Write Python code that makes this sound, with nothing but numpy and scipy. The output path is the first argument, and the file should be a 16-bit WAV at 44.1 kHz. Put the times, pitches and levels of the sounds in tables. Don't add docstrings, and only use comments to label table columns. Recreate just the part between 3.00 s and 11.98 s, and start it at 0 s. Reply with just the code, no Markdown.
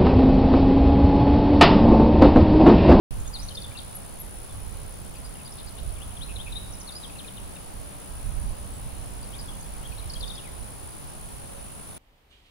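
import sys
import numpy as np
from scipy import signal
from scipy.fft import rfft, irfft
from scipy.io import wavfile
from scipy.ndimage import uniform_filter1d

SR = 44100
rng = np.random.default_rng(int(sys.argv[2]) if len(sys.argv) > 2 else 0)


def master_out(mix):
    frames = np.transpose(np.atleast_2d(mix))
    ceiling = np.clip(frames, -1, 1)
    pcm = np.round(ceiling * 32767).astype(np.int16)
    wavfile.write(sys.argv[1], SR, pcm)


N = 396018
T = np.arange(N) / SR

# time_s, level_db, pitch_hz
NEAR_SONG = [(.1, -54, 9890), (.6, -49.5, 9930), (1.3, -50, 10010), (2.2, -50.5, 9980), (2.8, -50, 10000),
             (3.8, -50.5, 10060), (4.5, -52.5, 9960), (5.6, -51.5, 9930), (7, -50.5, 9960),
             (8.98, -52.5, 9970)]
# time_s, level_db
SECOND_SONG = [(.1, -66), (.7, -54), (1.1, -66), (2, -72), (2.15, -61), (3.2, -56.5), (4.5, -52), (7, -52),
               (8.98, -50)]
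FAR_SONG = [(.1, -60), (3, -60), (7.8, -65), (8.3, -56.5), (8.98, -58)]
# middle_s, level_db
EARLY_CHIRPS = [(.96, -49), (1.355, -54)]
FAST_STROKE = [(0, 1.01, 0), (.2, 1.012, 0.48), (.45, 1.002, 0.95), (.68, .98, 0.5), (.86, .905, 0.27),
               (1, .83, 0)]
SLOW_STROKE = [(0, .975, 0), (.18, .99, .75), (.45, 1.008, 1), (.7, .992, .7), (.86, .925, .3), (1, .85, 0)]

# start_s, length_s, from_hz, to_hz, level_db
BIRD_SLIDES = [(0.191, .028, 7400, 6300, -49), (.24, .045, 3150, 3600, -56),
               (0.267, 0.027, 7400, 5650, -46), (0.326, 0.055, 5140, 3400, -39),
               (0.415, 0.036, 5650, 6100, -45), (0.747, 0.023, 2820, 2680, -47),
               (0.769, .016, 3100, 4670, -41), (0.781, 0.019, 5010, 2940, -41),
               (1.485, .04, 3600, 3400, -55), (2.346, .016, 3290, 2750, -52), (2.956, .02, 3900, 2450, -54),
               (2.517, .016, 5700, 4850, -50), (2.996, 0.052, 2410, 3520, -49),
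               (3.162, 0.022, 3710, 3100, -48.5), (3.201, .046, 2730, 4200, -42.5),
               (3.354, 0.02, 4250, 3300, -40.5), (3.381, 0.05, 2800, 3770, -43),
               (3.518, 0.02, 4170, 3430, -41.5), (3.547, .046, 3510, 3910, -36.5),
               (3.718, 0.038, 6410, 4850, -51), (3.796, .032, 7140, 4470, -48.5),
               (3.865, 0.045, 4620, 3370, -43.5), (3.945, 0.037, 4500, 5150, -42.5),
               (4.022, 0.043, 4280, 2940, -44), (4.093, 0.018, 2750, 2450, -52),
               (4.153, .02, 2810, 2550, -51), (4.18, 0.033, 4500, 2780, -44.5),
               (4.242, 0.016, 2620, 2380, -49), (4.269, .028, 4600, 2750, -47.5),
               (4.364, .028, 4200, 2570, -49), (4.556, .013, 3780, 3650, -52),
               (4.557, .022, 2900, 2420, -50.5), (6.32, .049, 2600, 3830, -50),
               (6.479, 0.027, 3380, 3310, -46), (6.601, .016, 6950, 6200, -50),
               (6.916, 0.018, 2830, 2320, -50.5), (7.094, 0.014, 5680, 4195, -38.5),
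               (7.385, .022, 3185, 2650, -50), (7.43, 0.07, 2745, 1856, -54)]
SLIDE_SHAPE = [(0, 0.019, 0), (.3, 0.24, 0.37), (.7, .8, .94), (1, 1, 1)]
# start_s, length_s, top_hz, level_db
BIRD_ARCHES = [(0.386, 0.032, 5110, -45), (0.707, .022, 2420, -52.5), (2.236, 0.04, 5100, -53),
               (2.441, .048, 4950, -50), (2.655, 0.052, 4650, -54.5), (3.915, .02, 4850, -47),
               (6.214, .046, 4900, -56), (6.383, .032, 5280, -44), (6.97, .044, 4200, -49.5)]
# start_s, flick_hz, flick_db, note_hz, note_db
BIRD_PAIRS = [(0.482, 4600, -39.5, 3200, -46), (.547, 5100, -39.5, 3690, -38),
              (.615, 4900, -43.5, 3620, -41.5), (7.133, 5040, -41, 3320, -45),
              (7.202, 4950, -41, 3730, -35.5), (7.275, 4940, -43, 3770, -38),
              (7.351, 5100, -45.5, 3420, -46)]
ARCH_SHAPE = [(0, .7), (.25, .93), (.48, 1), (.7, .9), (1, .62)]
FLICK_SHAPE = [(0, .87), (.2, .98), (.4, 0.98), (.7, .83), (1, .68)]
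LOW_NOTE_SHAPE = [(0, .93), (.25, 0.97), (.45, 0.99), (.72, .94), (1, .73)]
# start_s, length_s, pitch_hz, warble_scale_hz, level_db
BIRD_BUZZES = [(2.133, .06, 2650, 400, -57), (2.568, 0.059, 3750, 650, -50), (2.769, .038, 3450, 550, -51),
               (3.278, 0.055, 2606, 180, -49), (3.457, 0.04, 2540, 201, -45.5),
               (6.836, .043, 3280, 200, -50)]
# start_s, end_s
BIRD_TWITTERS = [(2.15, 3.12), (6.2, 7.02)]
# pitch_hz, left_over_right_db
BIRD_SIDES = [(2500, 11), (3500, 11), (4200, 8), (5000, 2), (6200, -9), (7500, -6), (11000, 3)]
# start_s, length_s, top_hz, depth_hz, level_db
THIN_CALLS = [(0.945, .032, 11400, 1000, -41), (1.187, 0.045, 11670, 1000, -41),
              (5.708, 0.085, 7770, 80, -59)]
THIN_CALL_SHAPE = [(0, 0.36), (.3, 0), (.55, .08), (1, 1.25)]

# time_s, level_db
WIND_LEVELS = [(0.11, -27), (0.35, -39), (0.43, -31.5), (0.5, -42), (0.97, -48), (1.69, -36.5), (2.53, -47),
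               (2.85, -36.5), (3.62, -40), (4.06, -52), (4.46, -42), (4.51, -52), (4.8, -39), (4.95, -45),
               (5.5, -29), (5.69, -43), (5.72, -38.5), (6.63, -42), (7.17, -36), (7.52, -45.5), (8.68, -46),
               (8.98, -58)]
# pitch_hz, level_db
WIND_SPECTRUM = [(8, -7.5), (22, -4), (42, 0), (65, -4.5), (110, -11.5), (160, -19), (260, -33.5),
                 (600, -46), (2000, -90)]
# pitch_hz, level_db
WASH_SPECTRUM = [(25, 3), (110, 9.5), (195, 4), (340, -1.5), (600, -1.5), (850, -3), (1250, -7.5),
                 (1900, -13), (3000, -13.5), (5500, -17.5), (8500, -17.5), (12000, -18), (15500, -19.5)]
# time_s, level_db
WASH_LEVELS = [(.1, -52), (2, -52.5), (3.6, -52.5), (5.6, -52), (7, -51.5), (8.98, -52.5)]
# pitch_hz, likeness
WASH_LIKENESS = [(60, 0.14), (130, -0.13), (290, -0.16), (640, -0.22), (1400, 0.015), (5000, 0.14),
                 (15000, 0.027)]
# start_s, end_s, pitch_hz, level_db
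ROAD_HUMS = [(4.2, 6.6, 584, -60.5), (4.0, 6.4, 1277, -67), (8.15, 8.85, 555, -57.5), (.1, 1.2, 552, -62),
             (2.2, 8.2, 287, -63), (.1, 8.98, 196, -58.5)]


def wing_strokes(stroke, wing_hz, per_s, closing_share, missed_share, jitter_s, uneven_db, rasp):
    strokes_done = per_s * (T + jitter_s * drift(15))
    number = np.floor(strokes_done - np.floor(strokes_done.min())).astype(int)
    glide, force = follow(stroke, strokes_done % 1 / closing_share)
    size, detune, phase = rng.standard_normal((1000, 3)).T
    played = rng.random(len(size))[number] > missed_share
    hz = wing_hz * glide * (1 + .003 * detune[number] + rasp * drift(1190))
    whistle = np.exp(2j * np.pi * (np.cumsum(hz) / SR + phase[number]))
    return unit_level(played * force * gain_of(uneven_db * size[number]) * whistle)


def near_cricket():
    db, hz = follow(NEAR_SONG, T)
    song = wing_strokes(FAST_STROKE, hz, per_s=65.05, closing_share=.6, missed_share=.025,
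                        jitter_s=.0004, uneven_db=1, rasp=.00595)
    song = song * gain_of(db + 4)
    echoes = gain_of(-5) * tree_echoes(song.real, fade_s=.11, onset_s=.0036)
    return stereo(song, left_db=5, lead_rad=-.21) + echoes


def second_cricket():
    db, = follow(SECOND_SONG, T)
    chirp_width_s = .045
    chirps = sum(gain_of(top_db) * np.exp(-((T - s) / chirp_width_s) ** 2) for s, top_db in EARLY_CHIRPS)
    song = wing_strokes(SLOW_STROKE, wing_hz=9260, per_s=53, closing_share=.62, missed_share=0,
                        jitter_s=.00044, uneven_db=1.2, rasp=.0129)
    song = song * (gain_of(db) + chirps) * gain_of(5.5)
    echoes = gain_of(-9.5) * tree_echoes(song.real, fade_s=.11, onset_s=.0048)
    return stereo(song, left_db=-1.2, lead_rad=-3.03) + echoes


def far_cricket():
    db, = follow(FAR_SONG, T)
    song = wing_strokes(SLOW_STROKE, wing_hz=8700, per_s=49, closing_share=.5, missed_share=0,
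                        jitter_s=.0005, uneven_db=3, rasp=.035)
    return tree_echoes(song.real * gain_of(db + .5), fade_s=.12, onset_s=.0028)


def songbird():
    notes = [slide(*row) for row in BIRD_SLIDES]
    notes += [arch(*row, ARCH_SHAPE) for row in BIRD_ARCHES]
    notes += [buzz(*row) for row in BIRD_BUZZES]
    notes += [note for row in BIRD_PAIRS for note in note_pair(*row)]
    notes += [note for row in BIRD_TWITTERS for note in twitter(*row)]
    direct, voice = whistles(notes, left_lead_s=-.000061, overtone_db=-31, fade_share=.81,
                             rough=.014, flutter_db=2.5)
    branches = gain_of(-8.5) * tree_echoes(voice, fade_s=.08, onset_s=.00081)
    trunks = gain_of(-9.5) * tree_echoes(voice, fade_s=.7, onset_s=.008)
    return gain_of(-1.48) * direct + branches + trunks


def slide(start_s, length_s, from_hz, to_hz, db):
    falling, rising = follow(SLIDE_SHAPE, progress(length_s))
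    return start_s, from_hz + (to_hz - from_hz) * (rising if to_hz > from_hz else falling), db


def arch(start_s, length_s, hz, db, shape):
    return start_s, hz * follow(shape, progress(length_s))[0], db


def buzz(start_s, length_s, hz, scale_hz, db, warble_hz=109.7):
    t = length_s * progress(length_s)
    wobble = unit_level(uniform_filter1d(rng.standard_normal(SR), size=50))[:len(t)]
    warble = .59 * np.sin(2 * np.pi * warble_hz * t) + .435 * wobble
    return start_s, hz + scale_hz * warble, db


def note_pair(start_s, flick_hz, flick_db, note_hz, note_db):
    return [slide(start_s, .011, 1.55 * flick_hz, flick_hz, flick_db - 11),
            arch(start_s, .015, flick_hz, flick_db, FLICK_SHAPE),
            arch(start_s + .019, .027, note_hz, note_db, LOW_NOTE_SHAPE)]


def twitter(start_s, end_s, per_s=10, low_hz=2492, high_hz=5570):
    times = np.arange(start_s, end_s, 1 / per_s)
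    notes = []
    for s, (late, long, high, way, loud) in zip(times, rng.random((40, 5))):
        hz = low_hz * (high_hz / low_hz) ** high
        to_hz = hz * (1 + (.149 if way < .3 else -.149))
        length_s = .028 * (.5 + long)
        db = -57.5 + 3 * (2 * loud - 1)
        notes.append(slide(s + .5 * late / per_s, length_s, hz, to_hz, db))
    return notes


def whistles(notes, left_lead_s, overtone_db, fade_share, rough, flutter_db):
    voice, direct = np.zeros(N), np.zeros((2, N))
    quaver, flutter = drift(500), drift(300)
    for start_s, pitch, db in notes:
        at = round(start_s * SR) + np.arange(len(pitch))
        wave = np.exp(2j * np.pi * np.cumsum(pitch * (1 + rough * quaver[at])) / SR)
        swell = unit_level(signal.windows.tukey(len(at), fade_share) * gain_of(flutter_db * flutter[at]))
        tone = np.sqrt(2) * gain_of(db) * swell * (wave + gain_of(overtone_db) * wave ** 2)
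        voice[at] += tone.real
        mean_hz = pitch.mean()
        direct[:, at] += stereo(tone, at_pitch(BIRD_SIDES, mean_hz), 2 * np.pi * mean_hz * left_lead_s)
    return direct, voice


def thin_calls():
    notes = []
    for start_s, length_s, top_hz, depth_hz, db in THIN_CALLS:
        drop, = follow(THIN_CALL_SHAPE, progress(length_s))
        notes.append((start_s, top_hz - depth_hz * drop, db))
    direct, voice = whistles(notes, left_lead_s=.000006, overtone_db=-80, fade_share=.7,
                             rough=.002, flutter_db=2)
    echoes = gain_of(-11) * tree_echoes(voice, fade_s=.35, onset_s=.008)
    return gain_of(-.5) * (direct + echoes)


def tree_echoes(sound, fade_s, onset_s, sway_hz=.67, patterns=4):
    t = np.arange(SR) / SR
    echoes = rng.standard_normal((patterns, 2, SR))
    echoes *= rng.random(echoes.shape) < .1
    echoes *= gain_of(-60 * t / fade_s) * (1 - np.exp(-t / onset_s))
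    echoes /= np.linalg.norm(echoes, axis=2, keepdims=True)
    weights = np.array([drift(sway_hz) for _ in range(patterns)])
    weights /= np.linalg.norm(weights, axis=0)
    return signal.fftconvolve((weights * sound)[:, None], echoes, axes=2).sum(0)[:, :N]


def wind(flutter_db=2, flutter_hz=11):
    db, = follow(WIND_LEVELS, T)
    colour = gain_of(at_pitch(WIND_SPECTRUM, np.fft.rfftfreq(N, 1 / SR)))
    swirls = unit_level(irfft(rfft(rng.standard_normal((2, N))) * colour, N))
    return swirls * gain_of(db + flutter_db * drift(flutter_hz)) * gain_of([[-2.5], [4]])


def leaves_and_traffic():
    hz = np.fft.rfftfreq(2048, 1 / SR)
    a, b, c, d, patches = rng.standard_normal((N // 512 + 5, len(hz), 5)).T
    patches = uniform_filter1d(patches, size=20, axis=0)
    patches = unit_level(uniform_filter1d(patches, size=12, axis=1))
    likeness = at_pitch(WASH_LIKENESS, hz)[:, None]
    left = a + 1j * b
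    right = likeness * left + np.sqrt(1 - likeness ** 2) * (c + 1j * d)
    colour = gain_of(at_pitch(WASH_SPECTRUM, hz)[:, None] + .72 * patches)
    noise = signal.istft(np.array([left, right]) * colour, nperseg=2048, noverlap=1536)[1][:, :N]
    db, = follow(WASH_LEVELS, T)
    return unit_level(noise) * gain_of(db + 10)


def road():
    hums = np.zeros((2, N))
    for start_s, end_s, hz, db in ROAD_HUMS:
        passed = np.clip((T - start_s) / (end_s - start_s), 0, 1)
        swell = np.sqrt(abs(np.sin(np.pi * passed)))
        waver = np.array([drift(6) + 1j * drift(6) for _ in range(2)])
        hums += gain_of(db + 2) * swell * (waver * np.exp(2j * np.pi * hz * T)).real
    return hums


def stereo(tone, left_db, lead_rad):
    sides = unit_level(gain_of(np.array([left_db, -left_db]) / 2))
    sides = sides * np.exp(.5j * np.array([lead_rad, -lead_rad]))
    return (sides[:, None] * tone).real


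def gain_of(db):
    return 10 ** (np.asarray(db) / 20)


def unit_level(x):
    return x / np.sqrt(np.mean(abs(x) ** 2) + 1e-20)


def at_pitch(table, hz):
    pitches, values = np.transpose(table)
    return np.interp(np.log(hz + 1), np.log(pitches + 1), values)


def follow(table, at):
    places, *columns = np.transpose(table)
    return [np.interp(at, places, column) for column in columns]


def drift(hz):
    f = np.fft.rfftfreq(N, 1 / SR)
    return unit_level(irfft(rfft(rng.standard_normal(N)) * np.exp(-(f / hz) ** 2), N))


def progress(length_s):
    return np.linspace(0, 1, round(length_s * SR))


def scene():
    crickets = near_cricket() + second_cricket() + far_cricket()
    return crickets + songbird() + thin_calls() + wind() + leaves_and_traffic() + road()


def record(dry, start_s=.108, top_hz=15800):
    low_pass = signal.firwin(511, top_hz, window=("kaiser", 9), fs=SR)
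    return signal.oaconvolve(dry * (T >= start_s), low_pass[None], "same")


dry = scene()
out = record(dry)
master_out(out)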